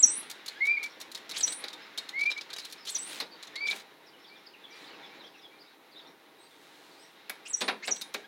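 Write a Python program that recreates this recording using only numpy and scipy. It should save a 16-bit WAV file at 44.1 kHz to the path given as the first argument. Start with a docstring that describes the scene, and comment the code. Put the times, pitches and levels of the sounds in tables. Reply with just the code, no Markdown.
"""Under a porch, a small bird flutters against a glass door. Its wing tips brush the pane with
friction noise, and blows of beak and body excite the modes of the glass. It gives low rising
whistles, hoarse squawks and thin, swooping squeaks, all frequency-modulated tones, which
reflect from the roof and walls. Other birds twitter far off over a soft wash of outdoor noise."""
import sys
import numpy as np
from scipy import signal
from scipy.fft import rfft, irfft, next_fast_len
from scipy.io import wavfile

SR = 44100
rng = np.random.default_rng(int(sys.argv[2]) if len(sys.argv) > 2 else 0)


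def materialize(psi):
    """Save the field psi as 16-bit PCM at rate SR to the path in sys.argv[1].

    A 1-D psi becomes a single channel; in a 2-D psi each row is a channel.
    """
    bounded = np.clip(np.atleast_2d(psi).T, -1, 1)
    quanta = np.round(bounded * 32767).astype(np.int16)
    wavfile.write(sys.argv[1], SR, quanta)


N = 364707
TIME = np.arange(N) / SR


def amp(db):
    """Amplitude ratio of a level in decibels."""
    return 10 ** (np.asarray(db) / 20)


def unit(x):
    """Normalisation to rms 1."""
    return x / np.sqrt(np.mean(x ** 2) + 1e-20)


def read(points, hz):
    """Interpolation of (f/Hz, value) points on a logarithmic frequency axis."""
    f, value = np.transpose(points)
    return np.interp(np.log(hz + 1), np.log(f + 1), value)


def add(mix, s, sound):
    """Superposition of a sound on the mix, starting at s seconds."""
    at = round(s * SR)
    sound = sound[max(-at, 0):]
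    part = mix[max(at, 0):][:len(sound)]
    part += sound[:len(part)]


def colour(x, gain_db):
    """Minimum-phase filter: the phase follows from the log gain by a Hilbert transform."""
    size = 2 * next_fast_len(len(x) // 2 + 2048)
    log_gain = np.log(amp(gain_db(abs(np.fft.fftfreq(size, 1 / SR)))))
    response = np.exp(np.conj(signal.hilbert(log_gain)))
    return irfft(rfft(x, size) * response[:size // 2 + 1])[:len(x)]


def resonance(hz, centre_hz, width_hz):
    """Lorentzian peak of height 1."""
    return 1 / (1 + (2 * (hz - centre_hz) / width_hz) ** 2)


def wobble(size, rate_hz):
    """Random modulator: low-pass noise of rms 1."""
    hz = np.fft.rfftfreq(size, 1 / SR)
    return unit(irfft(rfft(rng.standard_normal(size)) / (1 + (hz / rate_hz) ** 4), size))


def die_away(x, t60s):
    """Frequency-dependent damping: each band falls 60 dB in its own T60."""
    hz, t, bands = signal.stft(x, SR, nperseg=128)
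    decay = amp(-60 * t / read(t60s, hz)[:, None])
    return signal.istft(bands * decay, SR, nperseg=128)[1][:len(x)]


def arch(t, length):
    """Amplitude envelope: a broadened half sine from 0 to length."""
    return np.sin(np.pi * np.clip(t / length, 0, 1)).clip(0) ** 0.79


def phase_of(hz):
    """Phase as the time integral of instantaneous frequency."""
    return 2 * np.pi * np.cumsum(hz) / SR


def glides(rows, overtone_db, spread=0.18):
    """Linear sweeps of three harmonics; fast random frequency modulation makes them rough."""
    out, t = np.zeros(N), np.arange(SR // 6) / SR
    for s, length, start_hz, end_hz, db, rough in rows:
        sweep_hz = np.interp(t, [0, length], [start_hz, end_hz])
        phase = phase_of(sweep_hz * (1 + spread * rough * wobble(len(t), 660)))
        voice = sum(amp(k * overtone_db) * np.sin((k + 1) * phase) for k in range(3))
        add(out, s, amp(db) * arch(t, length) * voice)
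    return out


# Spectral density of the outdoor noise: f/Hz, level/dB
WASH_SPECTRUM = [(24, -49), (40, -32.5), (100, -20.5), (150, -11.5), (200, -11.5), (275, -5), (382, -4.5),
                 (632, -8.5), (839, -7.5), (1270, -9), (1620, -8.5), (2110, -8.5), (2300, -11),
                 (3480, -16.5), (4430, -22.5), (5280, -22.5), (7500, -33), (9750, -70.5), (16500, -120)]
# Hollow resonances of the porch: f/Hz, width/Hz, gain/dB
PORCH_RESONANCES = [(296.5, 50, 2.5), (443.4, 140, 3), (867, 210, 3), (1497, 140, -0.5), (1915, 110, 1),
                    (2287, 260, 1.5), (3945, 980, 9.5)]
# Swell of the noise: t/s, low-band level/dB, high-band level/dB
WASH_SWELL = [(0.0, -55.5, -51.5), (0.46, -59, -56), (1.13, -56.5, -57.5), (1.542, -55, -54),
              (2.81, -60, -59), (3.09, -53, -56), (3.31, -60, -60.5), (3.69, -55, -56.5),
              (3.84, -59.5, -63.5), (4.63, -60, -63), (4.8, -55.5, -58.5), (5.02, -53.5, -57.5),
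              (5.23, -53.5, -59.5), (5.32, -59, -64.5), (5.88, -62, -67), (6.06, -57, -63.5),
              (6.2, -61.5, -66.5), (6.9, -58.5, -65), (7.37, -60, -61.5), (7.83, -56.5, -58.5),
              (7.95, -58, -60), (8.27, -61, -61.5)]
# Self-noise of the microphone: f/Hz, level/dB
HISS_SPECTRUM = [(4000, 4.5), (6500, 0.5), (8000, -1.5), (10000, 2.5), (16000, 1.5)]
def wash(body_db=-1, top_db=3.5, split_hz=1150, walls_db=-8, drift_db=1.3, hiss_db=-71):
    """Cavity resonance: the porch colours outdoor noise, which swells in two bands over faint hiss."""
    s, low_db, high_db = np.transpose(WASH_SWELL)
    hz = np.fft.rfftfreq(N, 1 / SR)
    hollows_db = sum(db * resonance(hz, f, width) for f, width, db in PORCH_RESONANCES)
    air = rng.standard_normal(N)
    spectrum = rfft(air + amp(walls_db) * early_reflections(air))
    spectrum *= amp(read(WASH_SPECTRUM, hz) + hollows_db)
    low_pass = 1 / (1 + (hz / split_hz) ** 6)
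    body = unit(irfft(spectrum * low_pass, N))
    body *= amp(np.interp(TIME, s, low_db) + body_db + drift_db * wobble(N, 10))
    top = unit(irfft(spectrum * (1 - low_pass), N))
    top *= amp(np.interp(TIME, s, high_db) + top_db + drift_db * wobble(N, 9.9))
    hiss = irfft(rfft(rng.standard_normal(N)) * amp(hiss_db + read(HISS_SPECTRUM, hz)), N)
    return body + top + hiss


def swoop(length, fall, start_hz, low_hz, end_hz, curl, fade_db_per_s, db_per_hz,
          trill_hz=115, trill_depth_hz=596, trill_grow_s=0.1, flutter_db=3.0, edge_s=0.0028):
    """Frequency modulation: a note drops, then climbs with a growing trill, weak and raspy when high."""
    t = np.arange(SR // 4) / SR
    held = np.maximum(t - fall, 0)
    drop_hz = (start_hz - low_hz) * np.maximum(1 - t / fall, 0) ** 2
    climb_hz = (end_hz - low_hz) * np.minimum(held / (length - fall), 1) ** curl
    above_hz = drop_hz + climb_hz
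    depth_hz = trill_depth_hz * np.minimum(held / trill_grow_s, 1) ** 2
    hz = low_hz + above_hz + depth_hz * np.sin(2 * np.pi * trill_hz * t)
    rasp = np.interp(hz, [7700, 9500], [0.005, 0.03])
    phase = phase_of(hz * (1 + rasp * wobble(len(t), 700)))
    gate = np.clip(np.minimum(t, length - t) / edge_s, 0, 1)
    level = gate * amp(db_per_hz * above_hz + fade_db_per_s * held + flutter_db * wobble(len(t), 200))
    return np.sqrt(2) * level * (np.sin(phase) + amp(-43) * np.sin(2 * phase))


# Squeaks: t/s of the lowest pitch, level/dB of run-up, lead-in, main note and final slide, unused ratio
SQUEAK_CALLS = [(0.041, -42, -27, -13, -30, 1.05), (1.443, -35, -36.5, -22, -36.5, .8),
                (2.961, -35, -39, -27.5, -40, 1.08), (7.545, -44.5, -39.5, -28, -45, 0.95),
                (7.922, -42.5, -43.5, -24.5, -54, .28)]
# Lead-in, main note and final slide: offset t/s, duration/s, fall time/s, start f/Hz, low f/Hz,
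# end f/Hz, exponent of the climb, fade/(dB/s), gain above the low pitch/(dB/Hz)
SQUEAK_SWOOPS = [(-.052, 0.031, 0.016, 11200, 7500, 8300, 1, -200, -0.0047),
                 (-.016, 0.027, .015, 7740, 5744, 7300, 3.3, -130, -0.0104),
                 (0.016, 0.16, 0.019, 11600, 7690, 10670, 1.15, -29, -0.0038)]
def squeaks():
    """Frequency sweeps in sequence: a hoarse upward flick, then three swoops, at varying strengths."""
    run_ups = [(s - 0.076, 0.028, 4800, 10460, db, 0.75) for s, db, *_ in SQUEAK_CALLS]
    out = glides(run_ups, overtone_db=-21)
    for s, _, *levels_db, _ in SQUEAK_CALLS:
        for (offset, *shape), db in zip(SQUEAK_SWOOPS, levels_db):
            add(out, s + offset, amp(db) * swoop(*shape))
    return out


# The nearest wingbeats: t/s, level/dB
AIR_PUFFS = [(0.044, -49), (0.17, -54), (0.27, -55)]
def puffs(length_s=0.03, centre_hz=250):
    """Air displacement: a close wingbeat pushes out a soft pulse of low, narrow-band noise."""
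    out, t = np.zeros(N), np.arange(SR // 8) / SR
    for s, db in AIR_PUFFS:
        add(out, s, amp(db) * arch(t, length_s) * wobble(len(t), 35) * np.sin(2 * np.pi * centre_hz * t))
    return out


# Modes of the glass door: f/Hz, level/dB, T60/s
PANE_MODES = [(205, -4, 0.55), (240.5, -0.5, 0.3), (419, 3, 0.22), (770, -2.5, 0.21), (1444, -39, 0.027),
              (2160, -29, 0.078), (2210, -5, 0.055), (2350, 2, 0.099), (3730, 4, 0.13), (4040, 14.5, 0.02),
              (4205, 6.5, 0.037), (4520, 5, 0.018)]
def pane_ring(t, spread=0.05):
    """Damped normal modes: the spot that is struck sets each one's strength and shifts it a little."""
    ring = np.zeros(len(t))
    for hz, db, t60 in PANE_MODES:
        shifted_hz = hz * (1 + spread * rng.uniform(-1, 1))
        strength = rng.uniform(0.5, 1.4) * rng.choice([-1, 1])
        ring += strength * amp(db - 60 * t / t60) * np.sin(2 * np.pi * shifted_hz * t)
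    return ring


# Flaps that reach the glass: t/s, level/dB, treble gain/dB, lag of the other wing/s (0 if it misses)
WING_FLAPS = [(0.229, -35, -24, 0), (0.299, -28.5, -11, .013), (0.461, -26.5, -14, 0.019),
              (0.6531, -31, -12, 0.013), (0.8292, -29, -14, 0.0074), (0.858, -35, -22, 0.0023),
              (1.0015, -32, -12, 0.011), (1.116, -36, -8, 0), (1.148, -25.5, -17.5, 0),
              (1.176, -34.5, -15, 0), (1.2932, -27, -15.5, 0.018), (1.362, -24.5, -30, 0.0043),
              (1.4065, -23, -24, 0.00032), (1.474, -24, -23.5, 0.0041), (1.522, -28, -17, 0.00094),
              (1.682, -25.5, -24, 0), (1.702, -34.5, -29, 0), (1.7295, -29, -20, 0),
              (1.976, -21.5, -18, 0.0033), (2.0889, -28, -17, 0), (2.19, -28.5, -21, 0.018),
              (2.232, -28, -27, 0.026), (2.301, -22.5, -27.5, 0.014), (2.376, -32.5, -27, 0.00074),
              (2.41, -24, -27, 0), (2.502, -28, -24, 0), (2.531, -25, -19, 0), (2.563, -25.5, -19.5, 0.02),
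              (2.595, -29, -21, 0), (2.648, -31.5, -15, 0.0023), (2.697, -38, -13, 0.013),
              (2.724, -34.5, -12, 0.0003), (2.852, -29.5, -15.5, .019), (2.8821, -25.5, -33, 0.0099),
              (2.951, -27, -18, .009), (3.027, -35, -14, 0), (3.4268, -29, -19.5, 0),
              (3.445, -38, -21, 0.026), (3.5564, -28, -26, 0.00082), (3.669, -23, -29, 0.0093),
              (3.697, -32, -14.5, 0.0013), (3.71, -21.5, -31, 0.00068), (3.758, -34, -7, 0),
              (3.797, -40, -14, 0), (7.607, -19.5, -22, 0.0045), (7.8744, -23, -19, 0),
              (7.961, -28.5, -23, 0), (8.0127, -26.5, -13, 0.0038), (8.14, -26.5, -13.5, 0.0019)]
def wing_strokes(other_wing_db=2):
    """Paired contacts: one wing lands, then often the other. Rows of t/s, level/dB, treble gain/dB."""
    first = [(s, db, treble) for s, db, treble, _ in WING_FLAPS]
    second = [(s + lag, db + other_wing_db, treble) for s, db, treble, lag in WING_FLAPS if lag > 0]
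    return first + second


# Spectrum of a wing stroke on glass: f/Hz, level/dB
BRUSH_SPECTRUM = [(100, -26.5), (400, -15.5), (1000, -16.5), (1600, -12.5), (2800, -11), (3700, -3),
                  (4700, -7), (5600, -10), (7000, -10), (8300, -15), (10000, -14), (16000, -23.5)]
def wing_brushes(level_db=-7, treble_db=15, touch_s=0.0063, release_s=0.0052, drag_s=0.015,
                 drag_db=-15, spot_db=6, spot_width_hz=900, ring_db=-43):
    """Friction: feather tips land and drag in clumps of tiny clicks, coloured by the spot they touch."""
    out, t = np.zeros(N), np.arange(SR // 8) / SR
    light_touch = signal.butter(3, 3200, "high", fs=SR, output="sos")
    for s, db, scratch_db in wing_strokes():
        length = touch_s * np.exp(0.26 * rng.standard_normal())
        drag = np.exp(-t / drag_s) * unit(np.exp(0.54 * wobble(len(t), 170)))
        contact = np.exp(-np.maximum(t - length, 0) / release_s) + amp(drag_db) * drag
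        clicks = contact * unit(rng.standard_normal(len(t)) * np.exp(0.36 * wobble(len(t), 850)))
        tilt = [(4500, 0), (12000, scratch_db + treble_db)]
        spot_hz = rng.uniform(3530, 6770)
        scratch = colour(clicks, lambda hz: read(BRUSH_SPECTRUM, hz) + read(tilt, hz)
                         + spot_db * resonance(hz, spot_hz, spot_width_hz))
        ring = signal.fftconvolve(signal.sosfilt(light_touch, clicks), pane_ring(t))[:len(t)]
        add(out, s, amp(db + level_db) * (1.57 * scratch + amp(ring_db) * ring))
    return out


# Squawks that lead into the calls: t/s, duration/s, start f/Hz, end f/Hz, level/dB, roughness (0-1)
SQUAWK_GLIDES = [(0.553, 0.047, 1550, 1790, -47, 0), (1.33, 0.071, 2487, 3690, -38, 0.9),
                 (2.862, 0.039, 2890, 4140, -39, 0.74), (3.53, 0.031, 1685, 1977, -50, 0.02),
                 (7.452, 0.0274, 2414, 2960, -41, 0.41), (7.822, 0.04, 1802, 2750, -37, 0.53),
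                 (8.235, 0.028, 1604, 1685, -49, 0.05)]
def squawks():
    """Strong harmonics and random frequency modulation make short rising calls hoarse."""
    return glides(SQUAWK_GLIDES, overtone_db=-7.5)


# Whistled syllables: t/s, duration/s, start f/Hz, level/dB, time to the peak/s, octave level/dB
WHISTLE_SYLLABLES = [(0.604, 0.067, 2063, -22.5, 0.028, -35), (0.669, 0.12, 2293, -21, 0.037, -32),
                     (0.768, 0.02, 2214, -26.5, 0.008, -31), (0.79, 0.045, 2400, -37, 0, -30),
                     (0.822, 0.061, 2266, -31, 0.0051, -28), (2.127, 0.084, 1977, -26.5, 0.075, -26),
                     (2.21, 0.033, 2296, -22, 0, -31), (2.253, 0.055, 2358, -22, 0.012, -34),
                     (2.362, 0.037, 2270, -33.5, 0.0084, -26), (3.551, 0.055, 2055, -39, 0.018, -6),
                     (3.604, 0.049, 2277, -30, 0.04, -12), (3.651, 0.03, 2340, -27.5, 0.0023, -15),
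                     (3.682, 0.025, 2300, -23.5, 0.015, -28), (3.707, 0.032, 2290, -32.5, 0.015, -23)]
def whistles(top_hz=2437, climb_s=0.084, swell_s=0.017, scoop_hz=129, scoop_s=0.0036,
             jolt_s=0.003, jolt_db=-3, sag_hz=50.4, flutter_db=1.5, jitter=0.0068, edge_s=0.0062):
    """Modulated, nearly pure tones: each climbs and swells; wing strokes briefly choke and flatten it."""
    out, t = np.zeros(N), np.arange(SR // 4) / SR
    for s, length, start_hz, db, peak_s, octave_db in WHISTLE_SYLLABLES:
        jolt = np.max([np.exp(-((s + t - at) / jolt_s) ** 2) for at, _, _ in wing_strokes()], axis=0)
        hz = top_hz + (start_hz - top_hz) * np.exp(-t / climb_s) - sag_hz * jolt
        hz -= scoop_hz * np.exp(-t / scoop_s)  # each syllable starts a little flat
        phase = phase_of(hz * (1 + jitter * wobble(len(t), 140)))
        gate = np.clip(np.minimum(t, length - t) / edge_s, 0, 1)
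        swell_db = -((t - peak_s) / swell_s) ** 2
        level = amp(db + swell_db + jolt_db * jolt + flutter_db * wobble(len(t), 110))
        octave = amp(octave_db + 5.1 * wobble(len(t), 180))
        add(out, s, gate * level * (np.sin(phase) + octave * np.sin(2 * phase)))
    return out


# Phrases of the farthest birds: start t/s, end t/s, level/dB
TWITTER_PHRASES = [(.86, .93, -56), (2.764, 2.84, -52), (4.18, 4.38, -64), (4.697, 5.08, -62.5),
                   (5.2, 5.48, -67.5), (5.598, 5.7, -60.5), (5.917, 6.05, -61), (6.376, 6.5, -58.5),
                   (6.901, 7.03, -58)]
def twitter(gap_s=0.026, note_s=0.0198, low_hz=3650, high_hz=5650, slur=0.122, spread_db=2.5, rough=0.18):
    """Random frequency sweeps: runs of tiny notes, each slurred up or down."""
    notes = []
    for start, end, db in TWITTER_PHRASES:
        for s in np.arange(start, end, gap_s):
            late, long, high, loud, slope = rng.random(5)
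            start_hz = low_hz + high * (high_hz - low_hz)
            end_hz = start_hz * (1 + slur * (2 * slope - 1))
            note_db = db + spread_db * (2 * loud - 1)
            notes.append((s + late * gap_s / 2, note_s * (0.5 + long), start_hz, end_hz, note_db, rough))
    return glides(notes, overtone_db=-38)


# Soft rustles: t/s, duration/s, level/dB
RUSTLES = [(1.099, 0.12, -59), (1.339, 0.22, -49), (2.522, 0.24, -57), (2.86, 0.2, -51),
           (3.045, 0.18, -43.5), (3.646, 0.19, -47.5), (4.71, 0.21, -59.5), (6.347, 0.9, -61.5)]
# Their spectrum: f/Hz, level/dB
RUSTLE_SPECTRUM = [(100, -13), (400, -9.5), (1500, 0), (2800, 3), (3900, 4.5), (5500, -2.5), (7800, -5.5),
                   (9800, -8), (12000, -13.5), (16000, -13.5)]
def feather_rustles(grain=0.21):
    """Sliding friction, mostly of feathers on the glass, gives swells of grainy noise."""
    envelope = sum(amp(db) * arch(TIME - s, length) for s, length, db in RUSTLES)
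    grains = rng.standard_normal(N) * np.exp(grain * wobble(N, 400))
    return envelope * unit(colour(grains, lambda hz: read(RUSTLE_SPECTRUM, hz)))


# Beak and body blows: t/s, level/dB, gain/dB of thud, ring, click and opening crack
BLOWS = [(1.639, -30, -12.5, 5, -9, 1.5), (3.2009, -22.5, -16.5, 6, -4, -30),
         (3.7246, -30, -12.5, -2, -21, 0), (7.2955, -29, -20, -5.5, 1, 11),
         (7.6115, -21.5, -14, -0.5, -18, -15), (7.618, -22, -10, 4, -15, -10),
         (7.6794, -15.5, -16, -4, -18, -5), (7.684, -13, -19.5, -5, -24, -13),
         (7.878, -20, -13.5, -2, -37, -8), (8.1444, -23.5, -13, -6, -24, 2)]
# Spectrum of a blow: f/Hz, level/dB
BLOW_SPECTRUM = [(80, -89), (145, -19), (195, -5.5), (450, 6), (1100, -7), (2300, -1), (3100, -9),
                 (3900, -6), (5200, -12), (7500, -22.5), (11000, -20), (16000, -32)]
# Decay of the door's rattle: f/Hz, T60/s
RATTLE_DECAY = [(200, 0.33), (600, 0.24), (2000, 0.12), (4000, 0.13), (9000, 0.055), (16000, 0.082)]
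def knocks(level_db=-21, modes_db=-6, rise_s=0.0015, crack_s=0.0049):
    """Impact excitation: a blow rings the pane and rattles the door; the beak is bright, the body dull."""
    out, t = np.zeros(N), np.arange(SR // 4) / SR
    no_boom = signal.butter(3, 140, "high", fs=SR, output="sos")
    for s, db, thud_db, ring_db, click_db, crack_db in BLOWS:
        burst = die_away(rng.standard_normal(len(t)), RATTLE_DECAY)
        rattle = unit(colour(burst, lambda hz: read(BLOW_SPECTRUM, hz)))
        attack = (1 - np.exp(-t / rise_s)) * (1 + amp(crack_db) * np.exp(-t / crack_s))
        blow = signal.sosfilt(no_boom, (rattle + amp(modes_db) * unit(pane_ring(t))) * attack)
        tilt = [(450, thud_db + 5), (1100, 0), (2600, 0.0054), (4000, ring_db + 2), (11000, click_db + 12)]
        add(out, s, amp(db + level_db) * colour(blow, lambda hz: read(tilt, hz)))
    return out


# Clearest chirps of a far song: t/s, duration/s, start f/Hz, end f/Hz, level/dB
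FAR_CHIRPS = [(1.807, 0.047, 5010, 5390, -58), (2.598, 0.073, 4066, 4150, -46.5),
              (3.307, 0.049, 4620, 4440, -50), (4.06, 0.043, 5800, 4280, -57),
              (4.128, .035, 3200, 2700, -56), (4.241, .018, 3800, 3150, -49.5),
              (4.265, 0.052, 5100, 3900, -54.5), (4.354, .022, 3900, 3160, -52.5),
              (4.463, 0.017, 5250, 4250, -46), (4.535, 0.021, 3040, 2350, -49.5),
              (4.637, .025, 3630, 3080, -44.5), (4.702, 0.026, 6030, 5500, -58),
              (4.717, 0.031, 5100, 4480, -53.5), (4.765, 0.022, 5100, 4160, -57),
              (4.79, 0.043, 3750, 4230, -55), (4.84, .015, 3450, 3700, -50),
              (4.86, 0.039, 5180, 3900, -54.5), (4.865, 0.021, 3430, 4200, -51),
              (4.897, .02, 3200, 2800, -53), (4.93, 0.029, 3000, 2390, -51.5),
              (5.024, 0.039, 3650, 3310, -48), (5.192, 0.042, 4200, 3400, -52),
              (5.235, 0.029, 3040, 3510, -48), (5.262, 0.025, 5500, 4270, -57),
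              (5.265, 0.016, 3620, 3130, -51.5), (5.34, 0.0294, 2960, 2420, -53),
              (5.372, .03, 5740, 5550, -66), (5.39, 0.017, 3330, 3900, -55.5),
              (5.408, .035, 5180, 4900, -60), (5.426, 0.052, 3600, 3150, -50),
              (5.587, .015, 3800, 4960, -56.5), (5.6, .035, 5230, 4160, -53),
              (5.664, 0.037, 3600, 4300, -59), (5.913, 0.046, 5000, 3540, -56),
              (5.956, 0.033, 3500, 4020, -47), (5.988, 0.019, 4130, 3100, -47.5),
              (6.047, 0.035, 3330, 3950, -54.5), (6.068, .022, 4600, 3470, -55)]
# Thin, high far notes: t/s, duration/s, start f/Hz, end f/Hz, level/dB, roughness (0-1)
FAR_THIN_NOTES = [(6.382, 0.097, 8150, 8200, -62.5, 0.03), (6.985, 0.082, 8100, 8200, -62, 0.08)]
def far_birds(chirp_rough=0.14, repeats=4, first_s=4.285, every_s=0.402, first_db=-53.5, step_db=-1.5):
    """Nearly sinusoidal sweeps: a quick song, two thin notes and a rising one, fainter at each repeat."""
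    song = [(*chirp, chirp_rough) for chirp in FAR_CHIRPS]
    rising = [(first_s + k * every_s, 0.089, 2240, 2450, first_db + k * step_db, 0.03)
              for k in range(repeats)]
    return glides(song + list(FAR_THIN_NOTES) + rising, overtone_db=-40)


def early_reflections(x, count=8):
    """Specular reflection: the door frame and roof return copies delayed by 2 to 22 ms."""
    taps = np.zeros(SR // 20)
    taps[(SR * rng.uniform(0.002, 0.022, count)).astype(int)] = rng.choice([-1, 1], count)
    return signal.fftconvolve(x, taps / np.sqrt(count))[:N]


# Reverberation time of the porch: f/Hz, T60/s
PORCH_DECAY = [(200, 0.27), (2000, 0.24), (6000, 0.24), (9000, 0.31), (16000, 0.036)]
def porch_reverb(x, density=0.08, delay_s=0.004):
    """Reverberation: sparse echoes from the roof and walls die away band by band."""
    size = SR // 2
    taps = rng.standard_normal(size) * (rng.random(size) < density) * (np.arange(size) > delay_s * SR)
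    tail = die_away(taps, PORCH_DECAY)
    return signal.fftconvolve(x, tail / np.linalg.norm(tail))[:N]


def scene():
    """Superposition of direct sound, early reflections, reverberation and the outdoor wash."""
    wings, blows, low_calls = wing_brushes(), knocks(), whistles()
    high_calls, far = squeaks() + squawks(), far_birds()
    send = amp(-15) * (wings + blows) + amp(-18) * low_calls + amp(-13) * high_calls + amp(-6) * far
    send += twitter()  # so distant that only its echo arrives
    direct = wings + puffs() + blows + low_calls + high_calls + far + feather_rustles()
    early = amp(-14) * early_reflections(high_calls + far)
    return (direct + early + porch_reverb(send) + wash())[None]


def record(dry, bass_hz=100, edge_hz=16100):
    """Band limiting: the microphone drops the deep bass, and a steep low-pass ends the treble."""
    thin = signal.sosfilt(signal.butter(3, bass_hz, "high", fs=SR, output="sos"), dry)
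    low_pass = signal.firwin(301, edge_hz, window=("kaiser", 9), fs=SR)
    return signal.oaconvolve(thin, low_pass[None], "same")


dry = scene()
out = record(dry)
materialize(out)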